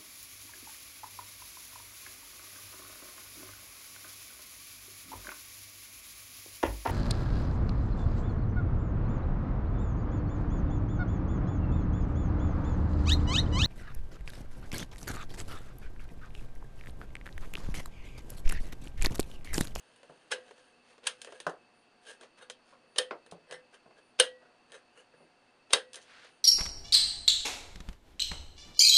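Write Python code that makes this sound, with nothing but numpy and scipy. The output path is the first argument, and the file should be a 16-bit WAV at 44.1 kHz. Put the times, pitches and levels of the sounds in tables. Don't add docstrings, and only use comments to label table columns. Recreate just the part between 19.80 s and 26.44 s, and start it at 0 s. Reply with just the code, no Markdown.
import sys
import numpy as np
from scipy import signal
from scipy.fft import rfft, irfft, next_fast_len
from scipy.io import wavfile
from scipy.ndimage import uniform_filter1d

SR = 44100
rng = np.random.default_rng(int(sys.argv[2]) if len(sys.argv) > 2 else 0)


def store_pcm(level_fs):
    pcm = np.round(np.clip(level_fs, -1, 1) * 32767).astype(np.int16)
    wavfile.write(sys.argv[1], SR, np.atleast_2d(pcm).T)


N = 292824

# time in seconds, strength in dB, brightness in dB, extra ring of the wall in dB,
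# swell and fade in seconds, strength of the first crack in dB, seconds by which that crack leads.
SNAPS = [(0.5182, -38, -8.5, 4, 0.0024, 0.0095, -62, 0.0066),
         (1.2692, -37.5, 13, 5, 0.00067, 0.0047, -61.5, 0.029),
         (3.1853, -29.5, -3, -4.5, 0.0014, 0.002, -50.5, .024),
         (4.3993, -21, -5, -6.5, 0.001, 0.004, -41.5, 0.0072),
         (5.9344, -24.5, 1.5, -1, .0018, .0017, -53.5, 0.027)]
CAN_SPLITS_HZ = [800, 2200, 5000]
SCRAPE_BALANCE_DB = [0.5, 2, -0.5, -4]

LENGTH_S, LEAD_S = 0.45, 0.08


def from_db(db):
    return 10 ** (np.asarray(db) / 20)


def unit(x):
    return x / np.sqrt(np.mean(x ** 2) + 1e-30)


def add(out, x, s):
    start = round(s * SR)
    out[start:start + len(x)] += x[:N - start]


def smooth(x, decay_s):
    pole = np.exp(-1 / (SR * decay_s))
    return signal.lfilter([1 - pole], [1, -pole], x + 1e-18)


def resonate(x, hz, width_hz):
    radius = np.exp(-np.pi * width_hz / SR)
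    feed = np.array([1, 0, -1]) * (1 - radius ** 2) / 2
    feedback = [1, -2 * radius * np.cos(2 * np.pi * hz / SR), radius ** 2]
    return signal.lfilter(feed, feedback, x + 1e-18)


def colour(x, spectrum):
    size = 2 * next_fast_len(len(x) // 2 + 1)
    hz, db = np.transpose(spectrum)
    bins_hz = np.fft.rfftfreq(size, 1 / SR)
    gain = from_db(np.interp(np.log(bins_hz + 1), np.log(hz), db))
    cepstrum = irfft(np.log(gain))
    cepstrum[1:size // 2] *= 2
    cepstrum[size // 2 + 1:] = 0
    return irfft(rfft(x, size) * np.exp(rfft(cepstrum)))[:len(x)]


def split(x, edges_hz):
    spectrum, hz = rfft(x), np.fft.rfftfreq(len(x), 1 / SR)
    below = [irfft(spectrum / (1 + (hz / edge) ** 8), len(x)) for edge in edges_hz]
    return np.diff([0 * x, *below, x], axis=0)


def body(modes, spectrum, dense_db):
    click = signal.unit_impulse(int(LENGTH_S * SR))
    rows = [from_db(dense_db) * colour(click, spectrum)]
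    for k, (hz, width_hz, db) in enumerate(modes):
        rows.append((-1) ** k * from_db(db) * resonate(click, hz, width_hz))
    return np.array(rows)


def contacts(table, responses, splits_hz, tails, slips_per_s, uneven_db, place_db, blow_s):
    out = np.zeros(N)
    t = np.arange(int(LENGTH_S * SR)) / SR - LEAD_S
    for s, ranges_db, swell_s, fade_s in table:
        chance = rng.random(len(t))
        sign, size, scatter = rng.standard_normal((3, len(t)))
        force = np.exp(np.minimum(t / swell_s, -t / fade_s)) + 1e-12
        happens = chance < slips_per_s / SR
        slips = force * happens * np.sign(sign) * from_db(uneven_db * np.clip(size, -2, 2))
        response = from_db(place_db * rng.standard_normal(len(responses))) @ responses
        direct = split(signal.fftconvolve(slips, response)[:len(t)], splits_hz)
        diffuse = split(signal.fftconvolve(scatter, response)[:len(t)], splits_hz)
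        for near, far, db, (wet_db, t60, build_s) in zip(direct, diffuse, ranges_db, tails):
            energy = smooth(smooth(slips ** 2, build_s), t60 / np.log(1e6))
            tail = far * np.sqrt(energy)
            sound = unit(near) + from_db(wet_db) * unit(tail)
            loudest = np.sqrt(uniform_filter1d(sound ** 2, int(blow_s * SR)).max())
            add(out, from_db(db) * sound / loudest, s - LEAD_S)
    return out


def range_levels(db, bright_db, balance_db):
    hardness_tilt = [-0.68, -0.26, .2, 0.3]
    return db + np.array(balance_db) + bright_db * np.array(hardness_tilt)


def drawn_contacts(table, balance_db, swell_share):
    share = np.clip(swell_share, 0.02, 0.98)
    return [(s, range_levels(db, bright_db, balance_db), share * length_s, (1 - share) * length_s)
            for s, db, bright_db, length_s in table]


def can_body(dense_db):
    # frequency in Hz, width in Hz, level in dB.
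    can_modes = [(506.7, 6.3, 8), (1629, 93, -2.5), (1807, 12, -6), (2010, 36, -8.5), (2525, 48, -19),
                 (2894, 92, -1.5), (3146, 140, -9), (3754, 47, -11.5), (3800, 44, -10.5),
                 (4290, 110, -12.5), (4543, 33, -13), (5400, 160, -14), (6110, 67, -8.5), (6830, 27, -15),
                 (7850, 78, -9.5), (8990, 550, -7.5), (9700, 58, -12.5)]
    # frequency in Hz, level in dB before dense_db.
    can_colour = [(60, -56.5), (170, -37.5), (290, -25.5), (420, -9), (540, -6.5), (760, -17), (1100, -18),
                  (1700, -17), (2300, -16.5), (3100, -12), (5000, -18), (6200, -13.5), (7700, -20),
                  (9300, -25), (10400, -24.5), (11400, -43.5), (13000, -67.5)]
    return body(can_modes, can_colour, dense_db)


def snap_contacts():
    snap_balance_db = [-8, -2.5, 2, 0]
    wall = np.array([0, 1, 0, 0])
    return [(s, range_levels(db, bright_db, snap_balance_db) + wall_db * wall, swell_s, fade_s)
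            for s, db, bright_db, wall_db, swell_s, fade_s, *_ in SNAPS]


def lid_snaps(can):
    # level in dB against the direct sound, t60 in seconds, build-up in seconds.
    snap_tail = [(0.5, .19, 0.003), (-4, 0.18, 0.001), (-8, 0.17, .002), (-11.5, 0.14, 0.0018)]
    return contacts(snap_contacts(), can, CAN_SPLITS_HZ, snap_tail,
                    slips_per_s=5500, uneven_db=3.5, place_db=3.5, blow_s=0.023)


def after_ring():
    # frequency in Hz, level in dB against the snap's hollow range, t60 in seconds.
    long_rings = [(520, -4.5, .23), (1927, -20, .58), (3130, -10, .22)]
    out, t = np.zeros(N), np.arange(SR) / SR
    tones = sum(from_db(db - 60 * t / t60) * np.sin(2 * np.pi * hz * t) for hz, db, t60 in long_rings)
    onset = 1 - np.exp(-t / 0.0049)
    for s, (hollow_db, *_), *_ in snap_contacts():
        add(out, from_db(hollow_db) * tones * onset, s)
    return out


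def tick_contacts():
    # time in seconds, strength in dB, brightness in dB.
    tick_rows = [(0.162, -67.5, 7), (.231, -63.5, -12.5), (.535, -47.5, 3), (0.583, -65.5, -20),
                 (.71, -61.5, -16), (1.18, -67.5, -12), (1.417, -52, 21), (1.447, -52.5, 2.5),
                 (1.4724, -60, -18), (1.523, -57, -12), (1.6022, -50, 6), (1.696, -62.5, 24),
                 (2.411, -58.5, -2), (2.6993, -47, 4), (3.463, -63, -5), (3.513, -61.5, 23.5),
                 (3.711, -51.5, 0), (3.724, -50, -7), (3.758, -70, -1), (4.92, -59, 9),
                 (6.133, -60.5, 36.5), (6.144, -53, 14), (6.157, -63.5, 62), (6.447, -62.5, -6)]
    tick_balance_db = [-1, -0.5, 0, -2.5]
    crack_balance_db = [1, -5, 4, -8.5]
    tick_swell_s, tick_fade_s = 0.00044, 0.0018
    crack_swell_s, crack_fade_s = 0.0022, 0.0038
    ticks = [(s, range_levels(db, bright_db, tick_balance_db), tick_swell_s, tick_fade_s)
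             for s, db, bright_db in tick_rows]
    cracks = [(s - lead_s, range_levels(db, 0, crack_balance_db), crack_swell_s, crack_fade_s)
              for s, *_, db, lead_s in SNAPS]
    return ticks + cracks


def ticks_and_cracks(rim):
    # dB against the direct sound, t60 and build-up in seconds.
    tick_tail = [(0, 0.073, 0.0026), (1, 0.03, 0.0019), (-5, 0.18, 0.0025), (-2, 0.088, 0.0015)]
    return contacts(tick_contacts(), rim, CAN_SPLITS_HZ, tick_tail,
                    slips_per_s=4300, uneven_db=8.5, place_db=3.0, blow_s=0.0092)


def strain_contacts():
    strain_db, swell_share, peak_lead_s, fade_s = -53.5, 0.4, 0.0082, 0.0058
    return [(s - peak_lead_s, range_levels(strain_db, 0, SCRAPE_BALANCE_DB), swell_share * lead_s, fade_s)
            for s, *_, lead_s in SNAPS]


def wheel_scrapes(pressed):
    # time of the peak in seconds, strength in dB, brightness in dB, length in seconds.
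    scrape_rows = [(.68, -64.5, -5, 0.043), (.79, -66, -1, 0.028), (1.11, -66.5, 0, 0.087),
                   (1.235, -68, -14, 0.017), (1.488, -65.5, -20, 0.024), (1.555, -63, -7, .035),
                   (2.296, -52, 1, 0.051), (2.435, -58, -6.5, 0.034), (2.59, -63.5, 0, 0.019),
                   (2.626, -56, -3, 0.025), (2.9, -69.5, 0.5, 0.066), (3.735, -52.5, -10, 0.039),
                   (3.946, -60, 0, .014), (4.185, -66.5, -9, 0.022), (4.946, -55, -5, 0.039),
                   (5.187, -61, -3, 0.042), (6.172, -57.5, -2, .027), (6.225, -69.5, 41, .024)]
    # dB against the direct sound, t60 and build-up in seconds.
    scrape_tail = [(1, 0.066, 0.0043), (-4, .19, 0.0028), (-5.5, 0.16, 0.0022), (-3, 0.12, 0.0015)]
    wheel = drawn_contacts(scrape_rows, SCRAPE_BALANCE_DB, swell_share=0.55) + strain_contacts()
    return contacts(wheel, pressed, CAN_SPLITS_HZ, scrape_tail,
                    slips_per_s=1100, uneven_db=4.0, place_db=6.0, blow_s=0.0037)


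def handle_knocks():
    # time of the peak in seconds, strength in dB, brightness in dB, length in seconds.
    knock_rows = [(.296, -64, -13, 0.0031), (1.667, -38.5, 2.5, 0.0052), (2.927, -66, 10, 0.021),
                  (3.04, -80, -18, 0.016), (3.3095, -45.5, 10, .005), (3.523, -60, -20, 0.0034),
                  (3.7, -70, -13, 0.014), (4.061, -71, -16.5, 0.0066), (4.109, -70.5, 7, 0.011),
                  (4.622, -70.5, 0, 0.063), (5.335, -69.5, -6, 0.0098), (5.405, -72.5, -18, 0.026)]
    knock_balance_db = [-6.5, 7, 4, -9]
    handle_splits_hz = [300, 800, 2200]
    # dB against the direct sound, t60 and build-up in seconds.
    knock_tail = [(4.5, 0.29, 0.0018), (1, 0.21, 0.0048), (-5, .16, 0.0037), (-4.5, 0.12, .002)]
    # frequency in Hz, width in Hz, level in dB.
    handle_modes = [(167.6, 11, -6.5), (519, 20, -2), (1032, 120, -8), (1490, 300, -6), (1993, 320, -7),
                    (2550, 640, -19)]
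    # frequency in Hz, level in dB before dense_db.
    handle_colour = [(50, -44.5), (90, -32), (150, -7), (260, -5), (480, 1), (1250, -4.5), (2500, -12),
                     (5000, -16.5), (11000, -72.5)]
    handles = body(handle_modes, handle_colour, dense_db=-7.5)
    blows = drawn_contacts(knock_rows, knock_balance_db, swell_share=0.11)
    return contacts(blows, handles, handle_splits_hz, knock_tail,
                    slips_per_s=6600, uneven_db=12, place_db=7.5, blow_s=0.016)


def stroke(start_s, hold_s, attack_s, release_s):
    t = np.arange(N) / SR - start_s
    rise = 1 + t / attack_s
    fall = 1 - (t - hold_s) / release_s
    return np.clip(np.minimum(rise, fall), 0, 1)


def rustle(gain, spectrum, response, grains_per_s):
    grains = rng.standard_normal(N) * (rng.random(N) < grains_per_s / SR)
    sound = colour(signal.fftconvolve(grains, response)[:N], spectrum)
    return gain * unit(sound)


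def finger_motion():
    # time of full level in seconds, length of the hold in seconds, level in dB.
    regrips = [(0, 0.86, -70.5), (1.488, 0.088, -62.5), (6.263, 0.22, -71)]
    holding_db, attack_s, release_s = -79, 0.22, 0.19
    shifts = sum(from_db(db) * stroke(s, length_s, attack_s, release_s) for s, length_s, db in regrips)
    return from_db(holding_db) + shifts


def finger_grip(can):
    skin_colour = [(200, 4), (500, -0.5), (1500, 1.5), (9000, -9.0)]   # (Hz, relative dB)
    return rustle(finger_motion(), skin_colour, can.sum(axis=0), grains_per_s=3600)


def hand_slide():
    # frequency in Hz, relative level in dB.
    slide_colour = [(200, -21.5), (850, -14), (1500, -4), (2100, -7.5), (4500, -12.5), (7500, -26.5),
                    (11000, -37)]
    hand = from_db(-57) * stroke(start_s=6.32, hold_s=0.14, attack_s=0.1, release_s=0.075)
    return rustle(hand, slide_colour, [1], grains_per_s=15000)


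def laptop_fan(air_db=-67):
    # frequency in Hz, relative level in dB per Hz.
    air_colour = [(20, -6), (60, -11), (120, -6.5), (250, 2.5), (800, 1), (1500, -3), (2300, -7.5),
                  (3700, -12), (5200, -16.5), (8000, -24.5), (9300, -23), (11500, -41.5)]
    # frequency in Hz, width in Hz of each of two filter passes, level in dB rms.
    whistles = [(118, 20, -88.5), (243.5, 8.3, -80), (722, 6, -78.5), (2610, 47, -76.5), (2720, 140, -80.5),
                (4470, 240, -79), (4730, 135, -85.5), (8720, 110, -91.5)]
    out = from_db(air_db) * unit(colour(rng.standard_normal(N), air_colour))
    for hz, width_hz, db in whistles:
        once = resonate(rng.standard_normal(N), hz, width_hz)
        out += from_db(db) * unit(resonate(once, hz, width_hz))
    return out


def laptop_whine(chirp_db=-77, chirp_hz=9400, bend_hz=220, half_s=0.061, waver_hz=90):
    first_s, every_s = 0.855, 1.138
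    out = np.zeros(N)
    arch = np.linspace(-1, 1, int(2 * half_s * SR)) ** 2
    for s in np.arange(first_s, N / SR, every_s):
        waver = unit(uniform_filter1d(rng.standard_normal(len(arch)), size=80))
        pitch = chirp_hz - bend_hz * arch + waver_hz * waver
        tone = np.sin(2 * np.pi * np.cumsum(pitch) / SR)
        add(out, from_db(chirp_db) * np.sqrt(1 - arch) * tone, s - half_s)
    return out


def scene():
    can = can_body(dense_db=0.0)
    rim = can_body(dense_db=5)
    pressed = can_body(dense_db=7.5)
    out = lid_snaps(can) + after_ring()
    out += ticks_and_cracks(rim)
    out += wheel_scrapes(pressed)
    out += handle_knocks()
    out += finger_grip(can) + hand_slide()
    out += laptop_fan() + laptop_whine()
    return out[None]


def record(dry, lopsided=0.069, ceiling=0.9):
    bent = ceiling * np.tanh((dry + lopsided * dry ** 2) / ceiling)
    softened = signal.sosfilt(signal.butter(8, 10800, fs=SR, output="sos"), bent)
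    return signal.sosfilt(signal.ellip(10, 0.3, 70, 11800, fs=SR, output="sos"), softened)


dry = scene()
out = record(dry)
store_pcm(out)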